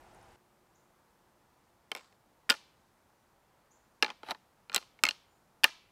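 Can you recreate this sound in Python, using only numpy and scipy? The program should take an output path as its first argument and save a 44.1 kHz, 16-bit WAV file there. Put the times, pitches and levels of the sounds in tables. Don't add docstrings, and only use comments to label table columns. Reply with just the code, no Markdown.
import sys
import numpy as np
from scipy import signal
from scipy.fft import rfft, irfft
from scipy.io import wavfile
from scipy.ndimage import uniform_filter1d

SR = 44100
rng = np.random.default_rng(int(sys.argv[2]) if len(sys.argv) > 2 else 0)


def dump(signal):
    limited = np.clip(np.atleast_2d(signal).T, -1, 1)
    pcm = np.round(limited * 32767).astype(np.int16)
    wavfile.write(sys.argv[1], SR, pcm)


def boost_factor(decibels):
    exponent = np.asarray(decibels, float) / 20
    return 10 ** exponent


N = 260631

# frequency in Hz, density in dB per Hz.
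OPENING_TONE = [(12, -33), (20, -2.5), (96, -4.5), (139, -7.5), (323, -11.5), (361, -18), (393, -8.5),
                (521, -9), (816, -2), (1140, -12.5), (1320, -11.5), (4280, -26.5), (8890, -29.5),
                (15200, -38), (16500, -51)]
# start in seconds, peak in dB, centre in Hz.
LEAF_TICKS = [(0.0094, -57, 12200), (0.0894, -68, 4120), (0.112, -61, 4940), (0.1384, -58, 9050),
              (0.147, -51, 8900), (0.1594, -60, 6520), (0.214, -55, 5440), (0.228, -55, 9670),
              (0.2444, -60, 5390), (0.2894, -59, 8530), (0.3084, -60, 4830), (0.3214, -55, 8540),
              (0.3583, -58, 6130)]
# frequency in Hz, density in dB per Hz.
WOOD_TONE = [(12, -38.5), (20, -7.5), (53, -2.5), (82, -2), (195, -1.5), (258, -4.5), (351, -4),
             (382, -6.5), (440, -5.5), (794, -4), (888, -3), (2970, -19), (12100, -25), (15200, -25.5),
             (16500, -43)]
# start in seconds, level in dB, start pitch in Hz, top pitch in Hz, length in seconds.
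BIRD_CHIPS = [
    (0.746, -74, 5300, 7220, 0.022),
    (3.707, -68.5, 5520, 7250, 0.021),
    (5.263, -88.5, 6840, 7050, .14),
]
# frequency in Hz, level in dB, T60 in seconds.
BEAM_MODES = [(237, -12.5, 0.061), (310, -13, 0.043), (478.3, -9.5, 0.057), (594, 2.5, 0.014),
              (870, 3.5, 0.024), (1050, 1, 0.037)]
THICK_MODES = [(1260, -12, 0.05), (1425, -2, 0.022), (1800, -3.5, 0.022), (2045, -6.5, 0.024),
               (2449, -3, 0.026)]
THIN_MODES = [(2790, 4, .018), (3130, 5, 0.012), (3630, 2.5, 0.012), (4180, -1, 0.014), (4650, -4, .013),
              (4977, -4, 0.014)]
TIP_MODES = [(5440, 3.5, 0.012), (6210, -5, 0.011), (7380, 3.5, 0.005), (7850, 3.5, 0.01),
             (8500, -7, 0.0065), (9670, 2, .006), (11200, -1.5, 0.0024), (12400, -6.5, 0.00094)]
# rise in seconds, grit centre in Hz,
# grit width in octaves, grit level in dB, grit T60 in seconds, trim in dB.
PART_CONTACTS = [(0.0011, 550, 2.2, -0.5, 0.05, 0.5), (0.00046, 1700, 1.25, -4, 0.0081, 0.5),
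                 (0.00025, 3800, 1.2, -4.5, 0.0049, 2), (0.000048, 9300, 1.4, -1, 0.0048, 2.5)]
# start in seconds, beam level in dB,
# hardness of taps in dB, free tines as pairs of Hz and dB.
GRIPS = [
    (1.9, 5.5, -5.5, [(783, -7), (1050, -1), (2190, 2), (2720, -3), (3130, -5.5)]),
    (2.48, -1, -12, [(560, -8.5), (880, 3), (1424, 2.5), (1750, 1.5), (3200, -0.5), (4960, 1)]),
    (4.0, 6, -27.5, [(850, 7.5), (1745, -2), (2370, -7), (2680, 2.5), (4150, 0.5)]),
    (4.2, 8.5, -17.5, [(870, 8.5), (1270, -15), (2700, -16.5), (3850, 0)]),
    (4.68, 0, -14, [(1390, -4.5), (2450, -1.5), (3100, -2.5), (4150, 5)]),
    (4.97, -1.6, -21.5, [(870, 4), (2170, 6), (2600, -5), (4200, 4)]),
    (5.084, -6.5, -15, [(860, -5), (2450, 4), (4200, 4)]),
    (5.6, 0.5, -15, [(890, 6.5), (1765, -2), (2780, 4.5), (3130, 1.5)]),
]
# start in seconds, peak in dB, hardness as dB of the tips against the peak,
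# struck tine in Hz.
BLOWS = [(1.9163, -25, -3.5, 3130), (1.9501, -32.5, -3, 2220), (2.4928, -20, -14.5, 1458),
         (2.4993, -10.5, 0.5, 4840), (2.5027, -11, -11, 3170), (2.5079, -19, -3, 3210),
         (2.5166, -26, -9, 2433), (2.5251, -29, -10.5, 3280), (2.54, -31.5, -20, 1420),
         (4.0251, -12, -14, 2765), (4.0294, -16.5, -12.5, 1740), (4.0453, -23, -15.5, 2390),
         (4.0626, -32.5, -24.5, 2350), (4.3085, -24, -9.5, 3870), (4.3138, -30, -30, 1300),
         (4.6966, -34.5, -16, 2860), (4.7459, -18.5, 4.5, 4130), (4.7614, -13.5, -2.5, 4000),
         (4.7661, -23, -10.5, 4140), (4.7786, -27.5, -17, 2700), (5.0369, -10.5, 0, 2280),
         (5.0524, -16, -12.5, 2676), (5.066, -22.5, -17.5, 2660), (5.0762, -28, -25.5, 1260),
         (5.088, -15.5, -5, 4180), (5.1089, -25.5, -22, 4330), (5.6355, -17.5, -12, 2770),
         (5.6414, -5, -6, 2877), (5.6444, -12, -25, 1790), (5.6506, -22.5, -21.5, 1713)]
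# start in seconds, peak in dB, struck tine in Hz.
TAPS = [(1.963, -38.5, 1390), (1.9707, -42, 2320), (1.977, -47, 2400), (1.9834, -51, 2290),
        (1.9938, -51, 2420), (2.0083, -55, 1890), (2.0443, -59.5, 4000), (2.1254, -60.5, 2100),
        (2.5195, -26.5, 1670), (2.5488, -41.5, 1250), (4.0803, -37, 1430), (4.0903, -37.5, 1310),
        (4.1021, -33, 2405), (4.1067, -42.5, 2500), (4.1157, -49, 1330), (4.2321, -38.5, 1340),
        (4.2644, -50, 3940), (4.2866, -31.5, 1210), (4.2956, -36.5, 1174), (4.3474, -45, 1780),
        (4.718, -38.5, 1390), (4.7286, -39, 3580), (4.7369, -36, 1190), (4.7525, -27, 2000),
        (4.814, -46.5, 4140), (4.8261, -45.5, 1290), (4.9898, -49, 1420), (5.663, -38, 1240),
        (5.6784, -38, 1800), (5.6893, -41.5, 1600)]
# centre in Hz, level in dB, T60 in seconds.
TRUNK_HAZE = [(390, -61, 0.11), (930, -47.5, .3), (1810, -58.5, 0.3), (3080, -56.5, 0.61),
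              (4800, -51, 0.39), (7960, -51.5, 0.3), (12250, -53.5, 0.23)]
# time in seconds, level in dB.
CHATTER_CURVE = [
    (1.955, -71),
    (1.975, -52),
    (2.0, -55.5),
    (2.05, -60.5),
    (2.1, -69),
    (2.16, -73),
]
# start in seconds, peak in dB.
LOW_JOLTS = [
    (2.505, -62.5),
    (4.035, -65),
    (4.281, -59.5),
    (4.758, -59.5),
    (5.045, -52),
    (5.645, -65),
]
# time in seconds, level in dB.
SCRAPE_CURVE = [
    (4.238, -54.5),
    (4.256, -52.5),
    (4.294, -43.5),
    (4.318, -32.5),
    (4.33, -69),
]

CUT_S, HUM_HZ = 0.362, 358


def seconds(length_s):
    return np.arange(int(length_s * SR)) / SR


def decay(t, t60_s):
    return np.exp(-np.log(1000) * t / t60_s)


def add(out, start_s, piece):
    i = int(start_s * SR)
    out[i:i + len(piece)] += piece[:len(out) - i]


def peak(x, db):
    return x * boost_factor(db) / np.abs(x).max()


def band(x, hz, octaves):
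    edges = hz * 2 ** (-octaves / 2), min(hz * 2 ** (octaves / 2), SR / 2.1)
    return signal.sosfilt(signal.butter(2, edges, "bandpass", fs=SR, output="sos"), x)


def walk(rate_hz):
    k = int(SR / rate_hz)
    steps = np.repeat(rng.standard_normal(N // k + 1), k)
    return 0.99 * uniform_filter1d(uniform_filter1d(steps, k), k)[:N]


def air(tone, db, flicker_db):
    hz = np.maximum(np.fft.rfftfreq(N, 1 / SR), 1)
    tone_hz, tone_db = np.transpose(tone)
    noise = rfft(rng.standard_normal(N)) * boost_factor(np.interp(np.log(hz), np.log(tone_hz), tone_db))
    octave = np.log2(hz / 25)
    out = np.zeros(N)
    for k in range(11):
        share = np.clip(1 - np.abs(octave - k), 0, 1)
        out += irfft(noise * share, N) * boost_factor(flicker_db * walk(3.8))
    return out * boost_factor(db) / np.std(out)


def leaf_ticks():
    out, t = np.zeros(N), seconds(0.007)
    for start_s, db, hz in LEAF_TICKS:
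        snap = rng.standard_normal(len(t)) * np.exp(-t / 0.0015)
        add(out, start_s, peak(band(snap, hz, 0.3), db - 4))
    return out


def opening():
    t = np.arange(N) / SR
    hum = boost_factor(-69 + 3.3 * walk(4.8)) * np.sin(2 * np.pi * HUM_HZ * t)
    return air(OPENING_TONE, -59, flicker_db=0) + hum + leaf_ticks()


def woodland():
    t = np.arange(N) / SR
    hum = boost_factor(-75.5 - 2.9 * t) * np.sin(2 * np.pi * HUM_HZ * t)
    return air(WOOD_TONE, -68.5, flicker_db=0.6) + hum


def bird():
    glide_s, echo_db, echo_t60_s = 0.016, -25, 0.45
    out = np.zeros(N)
    for start_s, db, start_hz, top_hz, length_s in BIRD_CHIPS:
        t = seconds(length_s)
        hz = top_hz + (start_hz - top_hz) * np.clip(1 - t / glide_s, 0, 1) ** 1.5
        swell = np.sin(np.pi * t / length_s) ** 0.5
        add(out, start_s, boost_factor(db) * np.sin(2 * np.pi * np.cumsum(hz) / SR) * swell)
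    t = seconds(0.5)
    smear = boost_factor(echo_db) * rng.standard_normal(len(t)) * decay(t, echo_t60_s)
    return out + signal.fftconvolve(out, smear)[:N]


def grip(s):
    return [g for g in GRIPS if g[0] <= s][-1]


def contacts():
    hits = list(BLOWS)
    for s, db, hz in TAPS:
        hits.append((s, db, grip(s)[2], hz))
    rows = []
    for s, db, hardness_db, hz in hits:
        lean_db = 8.5 * np.log2(hz / 2350)
        beam_db = -17.5 + 0.8 * db + grip(s)[1]
        thick_db, thin_db = db - max(lean_db, 0), db + min(lean_db, 0)
        rows.append((s, hz, (beam_db, thick_db, thin_db, db + hardness_db)))
    return rows


def in_part(mode_hz, hz, octaves):
    return abs(np.log2(mode_hz / hz)) < octaves / 2


def struck(mode_hz, hz, octaves):
    return [(mode_hz, 7.5, 0.018)] if in_part(mode_hz, hz, octaves) else []


def freed(s, hz, octaves):
    boost_db, t60_at_1khz_s = 3, 0.041
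    return [(f, boost_db + db, t60_at_1khz_s * (1000 / f) ** 0.83)
            for f, db in grip(s)[3] if in_part(f, hz, octaves)]


def sounding(*sets):
    same_tine_octaves = 0.09
    kept = []
    for modes in sets:
        kept = kept + [m for m in modes
                       if all(abs(np.log2(m[0] / k[0])) > same_tine_octaves for k in kept)]
    return kept


def ring(modes, scatter_db, detune, rise_s):
    t = seconds(0.12)
    hz, db, t60_s = np.transpose(modes)[:, :, None]
    strength, pitch, side = rng.standard_normal((3, len(modes), 1))
    level = np.sign(side + 0.6) * boost_factor(db + scatter_db * strength)
    waves = level * np.sin(2 * np.pi * hz * (1 + detune * pitch) * t)
    return (waves * decay(t, t60_s)).sum(axis=0) * (1 - np.exp(-t / rise_s))


def antlers():
    out, touches = np.zeros(N), np.zeros(N)
    t = seconds(0.12)
    knocks = contacts()
    noise = rng.standard_normal((len(knocks), len(t)))
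    parts = zip((BEAM_MODES, THICK_MODES, THIN_MODES, TIP_MODES), PART_CONTACTS)
    for k, (modes, (rise_s, hz, octaves, grit_db, grit_t60_s, trim_db)) in enumerate(parts):
        fade = decay(t, grit_t60_s) + boost_factor(-28.5) * decay(t, 0.077)
        grit = band(noise * fade * (1 - np.exp(-t / rise_s)), hz, octaves)
        touch = (-1) ** k * band(np.exp(-t * SR * 2), hz, octaves)
        for (s, struck_hz, levels_db), g in zip(knocks, grit):
            alive = sounding(struck(struck_hz, hz, octaves), freed(s, hz, octaves), modes)
            rings = ring(alive, scatter_db=2.5, detune=0.012, rise_s=rise_s)
            knock = peak(rings, 0) + peak(g, grit_db)
            add(out, s, peak(knock, levels_db[k] + trim_db))
            add(touches, s, peak(touch, levels_db[k]))
    edges = signal.butter(3, (170, 14300), "bandpass", fs=SR, output="sos")
    return signal.sosfilt(edges, out), signal.sosfilt(edges, touches)


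def trunks(x):
    t = seconds(0.8)
    haze = np.zeros(len(t))
    for hz, db, t60_s in TRUNK_HAZE:
        haze += boost_factor(db) * band(rng.standard_normal(len(t)), hz, 1) * decay(t, t60_s)
    return signal.fftconvolve(x, haze * (1 - np.exp(-(t / 0.0087) ** 2)))[:N]


def slips(curve, density, colour):
    s, db = np.transpose(curve)
    level = boost_factor(np.interp(np.arange(N) / SR, s, db, left=-200, right=-200))
    grains = rng.standard_normal(N) * (rng.random(N) < density) * level
    return sum(boost_factor(gain_db) * band(grains, hz, octaves) for hz, octaves, gain_db in colour)


def chatter():
    return slips(CHATTER_CURVE, 0.17, ((1480, 1.0, 8.6), (4000, 0.72, 7.4), (7160, 0.27, 4.2)))


def jolts():
    out, t = np.zeros(N), seconds(0.2)
    for start_s, db in LOW_JOLTS:
        wobble = rng.standard_normal(len(t)) * np.exp(-t / 0.027)
        add(out, start_s, peak(band(wobble, 60, 2.1), db))
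    return out


def scrape():
    colour = ((764, 0.57, 22), (1670, 2.1, 16), (3770, 0.077, 13), (4000, 2.3, -7), (8150, 0.9, -5))
    return boost_factor(-4.5) * slips(SCRAPE_CURVE, 0.12, colour)


def scene():
    before = np.clip((CUT_S - np.arange(N) / SR) / 0.0024, 0, 1)
    place = before * opening() + (1 - before) * woodland()
    chips = bird()
    knocks, touches = antlers()
    haze = trunks(boost_factor(1.5) * touches + boost_factor(-20) * knocks)
    return (place + chips + knocks + haze + chatter() + jolts() + scrape())[None]


def roll_off(x):
    return signal.sosfilt(signal.butter(12, 16950, fs=SR, output="sos"), x)


def record(dry):
    rounded = 0.9 * np.tanh(dry / 0.93)
    top = signal.ellip(10, 0.2, 80, 16600, fs=SR, output="sos")
    mix = signal.sosfilt(top, rounded)
    return roll_off(mix)


dry = scene()
out = record(dry)
dump(out)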